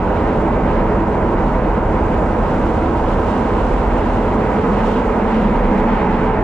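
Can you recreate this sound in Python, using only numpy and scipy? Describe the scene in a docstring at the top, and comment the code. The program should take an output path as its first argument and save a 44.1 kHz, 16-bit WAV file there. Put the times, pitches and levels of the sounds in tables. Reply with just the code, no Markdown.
"""A low boom, rumble and roar fill the driving cab of an electric train running through a tunnel.
The boom is a wavering tone in narrow noise; rumble, roar and rushing air are shaped noise.
Worn rail drones as a hum with overtones, which swell late in the ride.
The cab lifts and cancels bands, and a close pair of microphones hears the result in stereo."""
import sys
import numpy as np
from scipy import signal
from scipy.fft import rfft, irfft, next_fast_len
from scipy.io import wavfile
from scipy.ndimage import uniform_filter1d

SR = 44100
rng = np.random.default_rng(int(sys.argv[2]) if len(sys.argv) > 2 else 0)


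def unload_audio(sound):
    """Save the sound as a 16-bit wav file, at the path given as the first command line argument."""
    columns = np.transpose(np.atleast_2d(sound))
    # keep every value between -1 and 1, then stretch to whole-number steps
    steps = np.round(np.clip(columns, -1, 1) * 32767)
    wavfile.write(sys.argv[1], SR, steps.astype(np.int16))


N = 283563
MARGIN = 4096   # spare samples at each end, so filters are already running


def from_db(db):
    """Turn dB into a gain that multiplies the wave."""
    return 10 ** (np.asarray(db) / 20)


def rms_one(x):
    """Scale a sound to an rms (average strength) of 1."""
    return x / np.sqrt(np.mean(x ** 2) + 1e-20)


def in_time(rows):
    """Join the points of a time table by straight lines: one value per sample for each column."""
    s, *columns = np.transpose(rows)
    return [np.interp(np.arange(N) / SR, s, c) for c in columns]


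def padded_size():
    """A length that is quick to transform and has room for both margins."""
    return next_fast_len(N + 2 * MARGIN)


def grid():
    """Frequencies of the transform bins in Hz, at least 1 so that a log is possible."""
    return np.maximum(np.fft.rfftfreq(padded_size(), 1 / SR), 1)


def at_hz(points):
    """Join the points of a frequency table, straight on a log frequency axis."""
    hz, *columns = np.transpose(points)
    return [np.interp(np.log(grid()), np.log(hz), c) for c in columns]


def drift(rate_hz):
    """Slow random wandering of rms 1: noise at every 40th sample, smoothed by two equal low-passes."""
    r = np.exp(-2 * np.pi * rate_hz * 40 / SR)
    raw = rng.standard_normal(N // 40 + 2002)
    slow = signal.lfilter([1], [1, -2 * r, r * r], raw)[2000:]   # drop the filter's start
    return np.interp(np.arange(N) / 40, np.arange(len(slow)), rms_one(slow))


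def noise(gain):
    """Two unrelated noises of one colour: what both microphones share, and the diffuse rest."""
    size = padded_size()
    white = rng.standard_normal((2, size))
    return rms_one(irfft(rfft(white) * gain, size)[:, :N])


def coloured(spectrum):
    """Noise shaped by a spectrum table; only the shape counts, as its rms becomes 1."""
    return noise(from_db(at_hz(spectrum)[0]))


def band(hz, width_hz):
    """Narrow noise around a pitch that may move: two slow noises ride on a cosine and a sine."""
    phase = 2 * np.pi * np.cumsum(hz * np.ones(N)) / SR
    slow = 1 / (1 + (2 * grid() / width_hz) ** 3.0)
    return noise(slow) * np.cos(phase) + noise(slow) * np.sin(phase)


def hum(hz, width_hz, share, waver_hz):
    """A driven resonance: a wavering tone within narrow noise; share is the tone's part of the power."""
    phase = 2 * np.pi * np.cumsum(hz + waver_hz * drift(5.14)) / SR
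    share = np.clip(share, 0, 1)
    tone = np.sqrt(2 * share) * np.sin(phase)
    return tone + np.sqrt(1 - share) * band(hz, width_hz)


def gusty(x, depth_db):
    """The level flutters a little, as turbulent air and uneven rail make it."""
    return x * from_db(depth_db * drift(13))   # flutter rate in Hz


def evened(x):
    """Flattens the noise's own slow swells, so that the level table sets the loudness."""
    span = max(int(0.12 * SR), 64)   # averages over 0.12 s, twice
    power = uniform_filter1d(uniform_filter1d(x ** 2, span, axis=1), span, axis=1)
    return rms_one(x / np.sqrt(power + 0.092))   # the added floor limits the lift of quiet spots


def swells(rows):
    """Bell-shaped level changes in dB at given times."""
    t = np.arange(N) / SR
    return sum(lift_db * np.exp(-((t - s) / width_s) ** 2) for s, lift_db, width_s in rows)


# the car body's boom swells and sags: (t/s, level/dB, f/Hz)
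BODY_BOOM = [(0, -23, 39.9), (.45, -24.5, 39.95), (.85, -17.5, 39.7), (1.1, -28.5, 38.14),
             (1.48, -18, 36.03), (1.65, -22.5, 36.9), (1.9, -21, 38.32), (2.45, -21.5, 37.54),
             (2.94, -28.5, 35.26), (3.06, -19.5, 35.3), (3.42, -28.5, 38.3), (3.7, -17.5, 39.3),
             (4.3, -22.5, 40.73), (4.57, -31.5, 41.7), (4.75, -21, 41.43), (5.3, -25.5, 36.83),
             (5.6, -16, 33.86), (5.8, -21, 34), (6.43, -21.5, 36)]


def body_boom():
    """The car body resonates at a low, moving pitch; most of its power is a steady tone."""
    level_db, hz = in_time(BODY_BOOM)
    return from_db(level_db) * evened(hum(hz, width_hz=24, share=0.62, waver_hz=2.37))


# colour of the bogie rumble: (f/Hz, relative level/dB)
RUMBLE_COLOUR = [(8, -42), (25, 0.5), (50, 12.5), (90, 16), (130, 10.5), (170, 9.5), (260, -29.5),
                 (600, -94.5)]
# the bogie rumble thins on the worn rail: (t/s, level/dB)
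RUMBLE_LEVEL = [(0, -23.5), (1.9, -22.5), (3.1, -24.5), (3.7, -24.5), (4.4, -23), (5.3, -28.5), (6.1, -25),
                (6.43, -25)]


def bogie_rumble():
    """The wheel frames rumble as low, evened noise."""
    level_db, = in_time(RUMBLE_LEVEL)
    return from_db(level_db) * evened(coloured(RUMBLE_COLOUR))


# colour of wheel and rail roar: (f/Hz, relative level/dB)
ROAR_COLOUR = [(60, -59), (150, -18.5), (270, -1), (330, -1), (500, -2.5), (700, -1), (1000, -6.5),
               (1200, -10.5), (1600, -17), (2400, -72.5), (5000, -100)]


def wheel_roar():
    """Wheel and rail roar through the floor as evened mid-range noise that fades very slightly."""
    start_db, slope_db_per_s = -19, -0.1
    level_db = start_db + slope_db_per_s * np.arange(N) / SR
    return from_db(level_db) * evened(coloured(ROAR_COLOUR))


# worn rail under the wheels: (t/s, drone level/dB, drone f/Hz, overtone level/dB, overtone f/Hz)
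RAIL_DRONE = [(0, -25, 214.8, -27.5, 430.8), (1.0, -24, 215.4, -26.5, 432.1), (2.4, -25, 216, -33.5, 430.5),
              (2.8, -24.5, 220.2, -31, 434.3), (3.0, -27.5, 220, -32.5, 430.1),
              (3.3, -22, 222.8, -27.5, 430), (3.8, -25.5, 225, -32.5, 431.6), (4.3, -21.5, 226, -25, 428),
              (4.68, -20.5, 217, -26.5, 433), (4.85, -19, 219.4, -26.5, 436),
              (5.08, -23.5, 220.2, -22.5, 450), (5.25, -19, 222, -27, 445),
              (5.46, -14.5, 211.2, -30, 436.6), (5.6, -23, 205.8, -29.5, 430), (5.75, -17, 208.3, -24, 436),
              (5.88, -18.5, 231.1, -24, 436), (5.99, -20.5, 197.8, -27, 432.3),
              (6.1, -20.5, 213.1, -26, 432), (6.27, -22, 210.6, -22.5, 428.7),
              (6.43, -27.5, 212.1, -24.5, 427.6)]


def rail_drone():
    """Worn rail drives a drone and an overtone; the louder each is, the more of it is a firm hum."""
    drone_db, drone_hz, overtone_db, overtone_hz = in_time(RAIL_DRONE)
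    smooth_rail_db, overtone_quiet_db = -23.5, -28   # at or below these, narrow noise only
    drone_firm = 0.07 * (drone_db - smooth_rail_db)   # share of tone, gained per dB
    overtone_firm = 0.1 * (overtone_db - overtone_quiet_db)
    drone = evened(hum(drone_hz, 76.6, drone_firm, waver_hz=5.1))
    overtone = evened(hum(overtone_hz, 58, overtone_firm, waver_hz=6.0))
    return from_db(drone_db) * drone + from_db(overtone_db) * overtone


# second body mode: (t/s, level/dB, f/Hz)
SECOND_MODE = [(0, -32.5, 60.5), (.5, -33.5, 65.2), (1.0, -26.5, 58.5), (1.3, -32.5, 60.4),
               (1.7, -26, 63.12), (2.5, -29, 63.67), (2.9, -25.5, 64.1), (3.2, -24.5, 76.5),
               (3.6, -29, 59.95), (4.5, -34.5, 62), (5.4, -31.5, 55.2), (6.43, -35, 55.1)]


def second_body_mode():
    """The car body also resonates a little higher, as narrow noise of moving pitch."""
    level_db, hz = in_time(SECOND_MODE)
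    return from_db(level_db) * evened(band(hz, width_hz=24))


# ring of a floor panel: (t/s, level/dB)
PANEL_LEVEL = [(0, -30), (.8, -29), (1.4, -27.5), (2.1, -34), (2.7, -30), (3.3, -34.5), (4.2, -31.5),
               (5.0, -44), (5.6, -27.5), (6.43, -40)]


def floor_panel():
    """A floor panel rings as narrow noise at one fixed pitch."""
    level_db, = in_time(PANEL_LEVEL)
    return from_db(level_db) * evened(band(328.4, width_hz=39))


# colour of the air rush: (f/Hz, relative level/dB)
RUSH_COLOUR = [(400, -64), (1000, -23), (1500, -2.5), (2000, -3.5), (2500, -11), (3000, -19.5),
               (4500, -63.5), (10000, -110)]
# echo off the tunnel wall: (t/s, rush level/dB, bright edge level/dB)
WALL_ECHO = [(0, -36, -45.5), (.55, -35.5, -49), (.8, -34, -47), (1.1, -36.5, -49), (1.5, -35.5, -48.5),
             (2.2, -36, -49), (2.45, -35.5, -47), (3.06, -37.5, -45), (3.45, -35.5, -44.5), (4.7, -34, -45),
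             (5.15, -34.5, -46.5), (5.6, -31.5, -43), (5.83, -33, -47.5), (5.95, -31, -42),
             (6.15, -30.5, -43), (6.43, -34.5, -48.5)]


def air_rush():
    """Air rushes between car and tunnel wall as fluttering noise."""
    rush_db, _ = in_time(WALL_ECHO)
    return gusty(from_db(rush_db) * coloured(RUSH_COLOUR), depth_db=0.8)


# puffs of air from things passing close: (t/s, lift/dB, half length/s); a negative lift is a dip
AIR_PUFFS = [(.33, 1, 0.067), (.72, 1.5, 0.055), (1.3, 0.5, 0.061), (1.5, 2, 0.072), (2.5, 1, 0.053),
             (4.91, 3, 0.12), (5.4, 2, 0.11), (5.78, 2.5, 0.044), (6.08, -0.5, 0.049)]
# colour of the rush's bright edge: (f/Hz, relative level/dB)
EDGE_COLOUR = [(1200, -46), (2200, -12), (2700, -1.5), (3300, -6.5), (4200, -13), (6000, -25.5),
               (10000, -80.5)]


def bright_edge():
    """The bright edge of the rush is fluttering noise that the puffs move more than the hiss."""
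    _, edge_db = in_time(WALL_ECHO)
    level_db = edge_db + 1.6 * swells(AIR_PUFFS)
    return gusty(from_db(level_db) * coloured(EDGE_COLOUR), depth_db=1.05)


# colour of the air hiss: (f/Hz, relative level/dB)
HISS_COLOUR = [(1200, -46.5), (3000, -6), (4200, -4.5), (5500, -5), (7500, -5), (8200, -9.5), (9600, -12),
               (10500, -21.5), (12000, -48.5), (16000, -91.5)]
# colour of the highest air sound: (f/Hz, relative level/dB)
TOP_COLOUR = [(6000, -53.5), (9500, -12), (10500, -4), (11500, -5.5), (12700, -4), (13200, -4.5),
              (15000, -14), (15700, -26)]
# air along the car: (t/s, hiss level/dB, level/dB of the top above 10 kHz)
AIR_LEVEL = [(0.05, -56, -81), (1.69, -56.5, -83), (2.42, -53, -73), (2.9, -53.5, -74.5), (3.45, -51, -74),
             (3.9, -53, -76), (4.45, -53, -73), (4.94, -53, -75), (5.2, -55, -75.5), (6.2, -55.5, -83.5),
             (6.3, -58.5, -83)]


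def air_hiss():
    """Air along the car hisses as two bands of noise that flutter and puff together."""
    hiss_db, top_db = in_time(AIR_LEVEL) + swells(AIR_PUFFS)
    hiss = from_db(hiss_db) * coloured(HISS_COLOUR)
    top = from_db(top_db) * coloured(TOP_COLOUR)
    return gusty(hiss + top, depth_db=0.8)


# the band above the rail ring: (t/s, level/dB)
UPPER_LEVEL = [(0, -44), (2, -43), (3.6, -44), (4.3, -44), (4.8, -33), (5.3, -39), (5.8, -35.5),
               (6.43, -46.5)]


def rail_ring():
    """The rail rings as broad-band noise that follows the rush, with a higher band that swells late."""
    rush_db, _ = in_time(WALL_ECHO)
    upper_db, = in_time(UPPER_LEVEL)
    ring_db = -29.5 + 0.9 * (rush_db - rush_db.mean())   # takes 0.9 of the rush's swing in dB
    ring = from_db(ring_db) * band(931.3, width_hz=346)
    upper = from_db(upper_db) * band(1215, width_hz=380)
    return gusty(ring + upper, depth_db=1.24)


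# a second strand above the overtone sinks, jumps back up late and drops again: (t/s, level/dB, f/Hz)
UPPER_STRAND = [(0, -38.5, 499.7), (2.6, -38.5, 500), (3.3, -37.5, 493.5), (4.3, -32.5, 487.6),
                (4.7, -27.5, 478), (5.1, -29.5, 464.4), (5.4, -27, 465), (5.65, -30.5, 497.7),
                (6.0, -36, 470), (6.43, -35, 474)]


def overtone_strand():
    """A second strand above the overtone is narrow noise of moving pitch."""
    level_db, hz = in_time(UPPER_STRAND)
    return from_db(level_db) * evened(band(hz, width_hz=37))


# the fourth multiple of the drone swells late: (t/s, level/dB)
FOURTH_LEVEL = [(0, -45.5), (4.2, -45.5), (4.9, -28), (5.3, -41), (5.7, -33), (5.9, -26), (6.1, -26),
                (6.25, -37.5), (6.43, -27.5)]


def fourth_multiple():
    """Narrow noise sits at four times the drone's pitch, with that pitch smoothed over half a second."""
    level_db, = in_time(FOURTH_LEVEL)
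    drone_hz = in_time(RAIL_DRONE)[1]
    hz = 4 * uniform_filter1d(drone_hz, SR // 2)
    return from_db(level_db) * evened(band(hz, width_hz=70))


# standing waves of the cab lift and cancel bands: (f/Hz, width/Hz, lift/dB)
CAB_WAVES = [(144, 20, 1.5), (280, 32, -3), (163, 16, -0.5), (188, 25, 3.5), (242, 29, 1.5), (259, 16, 3),
             (310, 96, 1), (320, 26, 0.5), (384, 30, 0), (498.8, 18, 4.5), (511, 20, 2), (555, 50, 1),
             (695, 55, -5), (959, 88, 3), (1165, 80, -2.5), (1264, 53, 2.5)]
# microphone pair: (f/Hz, likeness 0-1, left minus right level/dB, left lead/radians)
MICROPHONES = [(30, 0.99, -1.3, 0), (250, 0.99, -1.05, 0.054), (380, 1, -1.8, 0.075), (500, 0.95, -3, 0.26),
               (640, 0.88, -3.5, 0.051), (740, 0.68, -2.5, 0.17), (1280, 0.86, -3.5, 0),
               (1900, 0.88, -3, 0.84), (2300, 0.9, -4, 0.76), (2880, 0.5, -4.5, 1.0),
               (3300, .55, -3.5, 0.82), (3900, .4, -3, 0.91), (4540, 0.2, 0.5, 0.13),
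               (7000, 0.08, -1.5, 0.13), (7700, 0, 2, 0), (11100, 0.07, 1.5, 0)]


def cab_and_pair(field):
    """Cab resonances, then the two microphones: alike in the bass, apart in the treble."""
    size = padded_size()
    cab_db = sum(lift_db * np.exp(-(2 * (grid() - hz) / width_hz) ** 2)
                 for hz, width_hz, lift_db in CAB_WAVES)
    # the sound goes on past both ends
    ends = [(0, 0), (MARGIN, size - N - MARGIN)]
    running = np.pad(field, ends, "reflect", reflect_type="odd")
    shared, diffuse = rfft(running) * from_db(cab_db)
    alike, lean_db, lead = at_hz(MICROPHONES)
    alike = np.clip(alike, 0, 1)
    mid = np.sqrt((1 + alike) / 2) * shared
    side = np.sqrt((1 - alike) / 2) * diffuse
    # each microphone takes half of the level and phase difference
    tilt = from_db(lean_db / 2) * np.exp(.5j * lead)
    left, right = (mid + side) * tilt, (mid - side) / tilt
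    return irfft(np.array([left, right]), size)[:, MARGIN:MARGIN + N]


def scene():
    """All sources are summed, then heard in the cab by the microphone pair."""
    field = body_boom() + bogie_rumble() + wheel_roar()
    field += rail_drone() + second_body_mode() + floor_panel()
    field += air_rush() + bright_edge() + air_hiss()
    field += rail_ring() + overtone_strand() + fourth_multiple()
    return cab_and_pair(field)


def record(dry):
    """Gain control turns both channels down ahead of peaks and recovers; the top is cut, a fade opens."""
    limit_db, squeeze = -7, 0.4   # threshold; share of the excess dB taken away
    release_db_per_s = 78.5       # how fast the held excess falls, before the squeeze
    attack_s, look_s = 0.0036, 0.0044   # smoothing delay; how far the gain is moved earlier
    fade_in_s, cutoff_hz = 0.0015, 15500
    dry = np.pad(dry, [(0, 0), (MARGIN, MARGIN)], "reflect", reflect_type="odd")   # already running
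    peak_db = 20 * np.log10(np.abs(dry).max(axis=0) + 1e-9)
    over_db = np.maximum(peak_db - limit_db, 0)
    # hold each peak, then let it fall in a straight line
    ramp_db = release_db_per_s * np.arange(dry.shape[1]) / SR
    held_db = np.maximum.accumulate(over_db + ramp_db) - ramp_db
    # two smoothing poles: no clicks in the gain
    r = np.exp(-2 / (attack_s * SR))
    smooth_db = signal.lfilter([(1 - r) ** 2], [1, -2 * r, r * r], held_db)
    early_db = np.roll(smooth_db, -int(look_s * SR))
    turned = dry * from_db(-squeeze * early_db)
    cut = signal.cheby2(20, 60, cutoff_hz, fs=SR, output="sos")   # 60 dB down from the cutoff up
    trimmed = signal.sosfilt(cut, turned)[:, MARGIN:MARGIN + N]
    fade = np.sin(np.pi / 2 * np.minimum(np.arange(N) / SR / fade_in_s, 1)) ** 2
    return trimmed * fade


dry = scene()
out = record(dry)
unload_audio(out)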